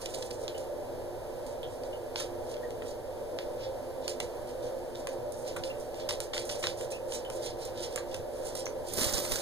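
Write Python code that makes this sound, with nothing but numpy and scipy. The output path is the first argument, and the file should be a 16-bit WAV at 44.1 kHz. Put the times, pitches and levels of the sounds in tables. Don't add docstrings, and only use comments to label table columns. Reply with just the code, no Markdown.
import sys
import numpy as np
from scipy import signal
from scipy.fft import rfft, irfft, next_fast_len
from scipy.io import wavfile
from scipy.ndimage import map_coordinates

SR = 44100
rng = np.random.default_rng(int(sys.argv[2]) if len(sys.argv) > 2 else 0)


def transcribe(signal):
    frames = np.atleast_2d(signal).T
    limited = np.clip(frames, -1, 1)
    pcm = np.round(limited * 32767).astype(np.int16)
    wavfile.write(sys.argv[1], SR, pcm)


N = 414981

# (time [s], peak [dB], treble [dB], knock [dB], wipe level [dB], contact length [s]: short is hard)
TAPS = [(0.48, -18.5, -18, -22, -61, 0.00053), (0.578, -32.5, 2, -28, -54.5, 0.0016),
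        (1.465, -32, 5, -12, -54, 0.001), (1.835, -31.5, -4, -16, -59, 0.001),
        (2.158, -16.5, -31, -8, -40.5, 0.00094), (2.198, -24, -0.5, -7, -44.5, 0.0035),
        (2.54, -37, -13, -23, -74, 0.0012), (2.567, -37, -18, -10, -75, 0.00092),
        (2.705, -31.5, 0, -20, -73, 0.0012), (2.82, -31, -21, 6, -64, 0.0021),
        (3.3876, -20, -33, -8.5, -57, 0.00032), (4.0786, -14, -3, -13.5, -42.5, 0.0012),
        (4.201, -18, 0.5, -5.5, -48.5, 0.0012), (4.95, -36, -14, -31, -70, 0.0011),
        (4.9555, -27.5, -8, -36, -54, 0.00064), (5.071, -21, -2.5, -2.5, -52, 0.00088),
        (5.321, -29, 16, -19, -55, 0.0013), (5.562, -26, 3, 7, -53, 0.0035),
        (5.636, -26.5, -23, -34, -48.5, 0.0013), (5.943, -35, -12, -25, -54, 0.0011),
        (6.0882, -18, -2.5, -11.5, -40.5, 0.0021), (6.095, -25, -10, -13, -60, 0.0014),
        (6.108, -16.5, -9, -10, -57, 0.00074), (6.203, -13, 5.5, -12, -46, 0.00078),
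        (6.332, -24, -23, -10, -40.5, 0.0024), (6.343, -26, -22, -10, -60, 0.0013),
        (6.365, -27.5, -20, 3, -58, 0.0018), (6.379, -14.5, -8, -14, -44, 0.00068),
        (6.449, -29.5, 31, -17, -46.5, 0.0032), (6.49, -24, -3, -20, -42.5, 0.0051),
        (6.498, -22.5, -10, -17, -60, 0.00091), (6.625, -26, -22, -10, -40.5, 0.004),
        (6.637, -20.5, -21, -5, -60, 0.0027), (6.652, -26, -20, -2, -57, 0.0028),
        (6.6695, -12, -10, -10, -46.5, 0.00078), (6.809, -26.5, 3.5, -4, -68, 0.0021),
        (6.903, -37, 4, -23, -44.5, 0.0018), (7.12, -24, -14, -30, -58, 0.0014),
        (7.2998, -27.5, 5, 0, -50, 0.0012), (7.65, -26.5, 22, -19, -55, 0.0024),
        (7.9593, -16, 7.5, -3.5, -47.5, 0.00089), (7.974, -29.5, -10, 15, -70, 0.0034),
        (8.142, -23.5, -1, -7, -52, 0.0018), (8.551, -25, 7, -12, -55, 0.0017),
        (8.666, -27, -8, 15, -57, .001), (8.935, -19, 28, -25, -60, .002),
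        (8.981, -18, 1, -23, -60, 0.0017), (9.02, -24, 4, -22, -60, .004), (9.025, -21, 10, -29, -60, .001),
        (9.04, -14, 7, -18, -60, .003), (9.137, -20, 3, -26, -60, 0.0013), (9.181, -18, 1, -17, -60, .0011),
        (9.248, -28, 1, -2, -60, 0.0021), (9.319, -18, -5, -18, -60, 0.0012),
        (9.358, -15.5, 1.5, -12, -60, 0.001)]
# (time [s], level [dB])
SWISH_SWELLS = [(8.94, -45), (8.985, -39.5), (9.018, -37), (9.045, -40), (9.085, -39.5), (9.145, -38),
                (9.175, -42), (9.25, -40), (9.322, -35), (9.36, -46), (9.405, -44)]
# (frequency [Hz], left port against right [dB])
BIRD_SHADE = [(500, 4.5), (2000, -2), (4500, -20.5), (7000, -6.5), (9500, -20), (15000, -7)]
RUB_TIME = np.arange(-4410, 4410) / SR


def amp(db):
    return 10 ** (np.asarray(db) / 20)


def along(points, hz):
    f, v = np.transpose(points)
    return np.interp(np.log(hz + 1), np.log(f + 1), v)


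def wobble(rate):
    return map_coordinates(rng.standard_normal(int(N * rate / SR) + 4), [np.arange(N) * rate / SR])


def filtered(x, response):
    m = next_fast_len(x.shape[-1] + 8192)
    return irfft(rfft(x, m) * response(np.fft.rfftfreq(m, 1 / SR)), m)[..., :x.shape[-1]]


def resonance(f, hz, width):
    return 1j * f * width / (hz * hz - f * f + 1j * f * width)


def shaded(pair, shade):
    return filtered(pair, lambda f: [amp(along(shade, f)), np.ones_like(f)])


def diffuse(pair, spectrum, shade):
    # (frequency [Hz], likeness [0 to 1])
    likeness = [(25, 0.99), (100, 0.98), (550, 0.99), (800, 0.56), (1300, 0.034), (3000, 0.11)]
    turn = lambda f: np.arccos(along(likeness, f)) / 2
    mid, side = filtered(pair, lambda f: amp(along(spectrum, f)) * [np.cos(turn(f)), np.sin(turn(f))])
    return shaded(np.array([mid + side, mid - side]), shade)


def place(out, start, sound, wet_db):
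    # (frequency [Hz], time to fade by 60 dB [s])
    fade_times = [(300, 0.16), (2000, 0.23), (6000, 0.15), (13000, 0.0057)]
    hz, t, noise = signal.stft(rng.standard_normal((2, SR // 4)), SR, nperseg=128)
    tail = signal.istft(noise * amp(-60 * t / along(fade_times, hz)[:, None]), SR, nperseg=128)[1]
    tail /= np.linalg.norm(tail[1])
    pair = amp(wet_db) * signal.fftconvolve(np.pad(sound, (90, 0))[None], tail, axes=1)
    pair[0, 5:len(sound) + 5] += sound
    pair[1, :len(sound)] += sound
    out[:, max(round(start * SR), 0):][:, :pair.shape[1]] += pair


def perch(force, treble_db, bare_db, knock_db=-30):
    # (pitch [Hz], width [Hz])
    rings = [(1590, 4300), (3750, 3230), (6500, 2400), (9560, 1440)]
    knock, main, upper, edge = rings
    ringing = filtered(force, lambda f: (
        resonance(f, *main) ** 2
        - amp(knock_db) * resonance(f, *knock) ** 2
        - amp(-6.5 + 0.85 * treble_db) * resonance(f, *upper)
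        + amp(treble_db) * resonance(f, *edge) * f / (f - 5000j)))
    return ringing + amp(treble_db + bare_db) * np.diff(force, 2, append=[0, 0])


def fan():
    # (pitch [Hz], width [Hz], level [dB], right port against left [dB])
    stall = [(25.5, 6, -61.5, 0.5), (93, 8, -63, 2), (119.3, 6.1, -61.5, 1.5), (138, 17.5, -73, 4.5),
             (249.8, 12.4, -70.1, 3.4), (271.0, 4.0, -70.1, 5.3), (318.0, 6.2, -81.1, 7.7),
             (349.5, 7.0, -57.7, -0.2), (372.5, 12.3, -66.1, -4.2), (408.1, 7.9, -69.5, 1.7),
             (440.0, 6.6, -62.8, 2.7), (459.0, 28.0, -66.8, 3.5), (489.9, 6.2, -58.5, 2.2),
             (502.5, 5.7, -58.3, -2.7), (530.0, 6.9, -60.1, 6.6), (554.0, 6.1, -64.4, 3.6),
             (581.6, 4.0, -61.1, 6.2), (594.1, 4.0, -53.8, -15.0), (615.2, 5.1, -71.3, 14.2),
             (632.0, 6.0, -74.5, 8.8), (653.2, 11.7, -66.0, -11.8), (679.1, 14.8, -69.4, -15.0),
             (724.0, 10.3, -70.2, -2.3), (741.0, 15.0, -70.5, -1.0), (783.9, 22.0, -74.0, -1.1),
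             (839.9, 27.9, -81.4, 5.8), (901.9, 16.8, -86.0, 15.0), (945.3, 16.1, -75.1, -12.1),
             (985.6, 11.0, -90.2, 15.0), (1021.1, 10.9, -82.0, -0.4)]
    # (frequency [Hz], level [dB per Hz])
    hiss_spectrum = [(20, -62), (60, -64.5), (110, -80.5), (200, -77), (500, -74), (800, -81), (1250, -88),
                     (1720, -89), (2000, -95), (4500, -99.5), (7500, -99), (10000, -95), (16000, -103)]
    # (frequency [Hz], left port against right [dB])
    hiss_shade = [(200, -1.5), (1500, -6), (5000, 1), (9000, -8.5), (15000, -6.5)]
    air = rng.standard_normal((5, N)) * np.sqrt(SR / 2)
    hiss = diffuse(air[3:] * amp(0.6 * wobble(6.6)), hiss_spectrum, hiss_shade)
    drive = (air[0] + 0.2 * air[1:3]) * amp(0.34 * wobble(5.3))
    ring = lambda f: sum((-1) ** k * amp([[db], [db + right_db]]) * resonance(f, hz, width)
                         for k, (hz, width, db, right_db) in enumerate(stall))
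    return filtered(drive, ring) + hiss


def bell(t, spread_s):
    return np.exp(-(t / spread_s) ** 2 / 2)


def slipping():
    slips = amp(3 * wobble(400) + 2.6 * wobble(130) + 2 * wobble(45))
    return slips * (1 + 3 * (rng.random(N) < .01))


def scrape(out, slips, when, shape, db, treble_db, wet_db=-0.5):
    t = when + RUB_TIME
    uneven = np.take(slips, np.round(t * SR).astype(int), mode="wrap")
    rub = perch(rng.standard_normal(len(t)) * uneven * shape, treble_db, bare_db=-26.5)
    rub *= amp(db) * np.sqrt(np.mean(shape ** 2) / np.mean(rub ** 2))
    place(out, t[0], rub[t >= 0], wet_db)


def rubs(out, slips):
    # (middle time [s], level [dB], treble against the main ring [dB])
    strokes = [(0.019, -48.5, 5), (0.101, -50.5, 9), (0.172, -47.5, 7), (0.249, -51, 8), (0.334, -54, 12),
               (.42, -53.5, 7), (1.721, -57.5, 11), (2.499, -52.5, 3), (2.88, -52.5, 4), (3.63, -53, -29),
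               (4.059, -55.5, -4), (4.489, -57.5, 2), (4.65, -55, 0), (5.409, -53.5, 16), (5.485, -48, 2),
               (5.824, -54.5, 10), (6.0, -53.5, -17), (6.535, -47, 2), (6.615, -48, 10), (6.815, -48, 6),
               (7.145, -41, 6.5), (7.361, -51.5, 7), (7.45, -43, 1.5), (7.635, -49, 1.5), (7.79, -51.5, -8),
               (7.82, -43, 2.5), (7.934, -51.5, 2), (8.125, -55, -4), (8.37, -55.5, 8), (8.472, -44.5, 8),
               (8.582, -42.5, 7), (8.905, -45.5, 5.5), (9.161, -44, 3)]
    for when, db, treble_db in strokes:
        scrape(out, slips, when, bell(RUB_TIME, spread_s=0.029), db, treble_db)


def shake(out, slips):
    slap = bell(RUB_TIME, spread_s=.0026)
    for k in range(4):
        scrape(out, slips, when=.0595 + .0838 * k, shape=slap, db=-32.5 - 1.5 * k,
               treble_db=-2, wet_db=-10)


def taps(out):
    t = np.arange(2048) / SR
    offset_s = .0004
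    for when, db, treble_db, knock_db, _, length in TAPS:
        grit = rng.standard_normal(len(t))
        grit *= np.repeat(amp(4.0 * rng.standard_normal(len(t) // 16)), 16)
        crack = 0.45 * grit * t / length * np.exp(1 - t / length) ** 1.22
        crack[0] += (0.0017 / length) ** 2
        tap = perch(crack, treble_db, bare_db=-25.5, knock_db=knock_db)
        place(out, when + offset_s, amp(db) * tap / abs(tap).max(), wet_db=-8.5)


def wipes(out, slips, peak_s=0.016):
    drag = np.maximum(RUB_TIME, 0) / peak_s * np.exp(1 - np.abs(RUB_TIME) / peak_s)
    for when, _, treble_db, _, db, _ in TAPS:
        scrape(out, slips, when, drag, db, treble_db=6.5 + 0.21 * treble_db)


def drips(out):
    # (time [s], level [dB], starting pitch [Hz], time to fade by 60 dB [s])
    drops = [(0.547, -40, 2900, 0.032), (1.631, -29, 3250, 0.0077), (1.93, -42, 2900, 0.03),
             (2.632, -44, 1820, 0.045), (5.70, -39, 2680, 0.03), (6.922, -43.5, 2470, 0.15),
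             (7.249, -37, 3010, 0.031), (8.657, -21.5, 6080, 0.0063)]
    t = np.arange(2048) / SR
    for when, db, hz, fade_s in drops:
        bubble = np.sin(2 * np.pi * hz * t * (1 + 2.2 * t))
        splash = 1 + 0.46 * rng.standard_normal(len(t))
        envelope = amp(db - 60 * t / fade_s) * (1 - np.exp(-t / 0.000098))
        place(out, when, bubble * splash * envelope, wet_db=-1)


def thuds():
    # (middle time [s], level [dB])
    jolts = [(4.24, -39), (5.6, -37), (6.11, -40), (6.68, -39), (8.19, -39)]
    out, t = np.zeros(N), np.arange(N) / SR
    for when, db in jolts:
        low, high = (np.sin(2 * np.pi * (hz * t + rng.random())) for hz in (90, 160))
        out += amp(db) * (low + amp(-5) * high) * bell(t - when, spread_s=.025)
    return out


def wings():
    # (frequency [Hz], relative level [dB])
    swish = [(500, -22), (1200, -7), (2500, -8.5), (4200, -1.5), (6400, -3), (8000, -9), (16000, -37)]
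    # (frequency [Hz], relative level [dB])
    fizz = [(4000, -20), (7200, -6), (9100, 3), (11000, -4), (13000, -23), (16000, -28)]
    # (frequency [Hz], relative level [dB])
    churn = [(30, 4), (110, -1.5), (250, 0.5), (600, -7), (1500, -17), (2500, -15), (4000, -9)]
    feathers = friction(swish, grain_db=1.0) + amp(0.5) * friction(fizz, grain_db=-0.5)
    feathers += amp(-3) * crackle(count=300)
    air = amp(2) * friction(churn, grain_db=3.5)
    return swells(rise_db_per_s=700) * feathers + swells(rise_db_per_s=255) * air


def swells(rise_db_per_s, fall_db_per_s=225):
    t = np.arange(N) / SR
    return sum(amp(db - np.where(t < when, rise_db_per_s * (when - t), fall_db_per_s * (t - when)))
               for when, db in SWISH_SWELLS)


def friction(spectrum, grain_db):
    slips = amp(grain_db * wobble(350) + 1.7 * wobble(30))
    pair = diffuse(rng.standard_normal((2, N)) * slips, spectrum, BIRD_SHADE)
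    return pair / np.std(pair[1])


def crackle(count, middle_hz=8000, fade_cycles=4.0):
    first, t = (SWISH_SWELLS[0][0] - .1) * SR, np.arange(256) / SR
    starts = (first + rng.random(count) * (N - first)).astype(int)
    hz = np.clip(middle_hz * np.exp(0.3 * rng.standard_normal((count, 1))), 5500, 15000)
    size = amp(2.6 * rng.exponential(size=(count, 1)))
    side_db = 3.1 * rng.standard_normal((count, 1))
    snaps = size * np.sin(2 * np.pi * hz * t) * np.exp(-hz * t / fade_cycles)
    samples = (starts[:, None] + np.arange(len(t))).ravel()
    pair = [np.bincount(samples, (snaps * amp(db)).ravel(), N)[:N] for db in (side_db, -side_db)]
    pair = shaded(np.array(pair), BIRD_SHADE)
    return pair / np.std(pair[1, starts.min():])


def gusts():
    # (time [s], level [dB], length [s])
    pushes = [(8.98, -30, 0.0025), (9.069, -21, 0.0027), (9.148, -22.5, 0.0061), (9.183, -26, 0.0011),
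              (9.329, -23, 0.0081)]
    t = np.arange(N) / SR
    return sum(amp(db) * (((t - when) / length) ** 2 - 1) * bell(t - when, length)
               for when, db, length in pushes)


def scene():
    mix = fan() + wings()
    mix += amp([[-5], [0]]) * (thuds() + gusts())
    contacts = np.zeros((2, N + SR))
    taps(contacts)
    drips(contacts)
    slips = slipping()
    wipes(contacts, slips)
    shake(contacts, slips)
    rubs(contacts, slips)
    return mix + shaded(contacts[:, :N], BIRD_SHADE)


def record(dry):
    # (frequency [Hz], share [0 to 1])
    cross_feed = [(100, 0.73), (1300, 0.56), (2640, 1), (4100, 0.71), (5200, 0.44), (8000, 0.24),
                  (15000, 0.025)]
    delay_s, top_hz = 1 / 2640, 15500
    ports = filtered(dry, lambda f: 1 + 0.42 * resonance(f, 5030, 920))
    other = filtered(ports[::-1], lambda f: along(cross_feed, f) * np.exp(-2j * np.pi * f * delay_s))
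    return filtered(ports - other, lambda f: f < top_hz)


dry = scene()
out = record(dry)
transcribe(out)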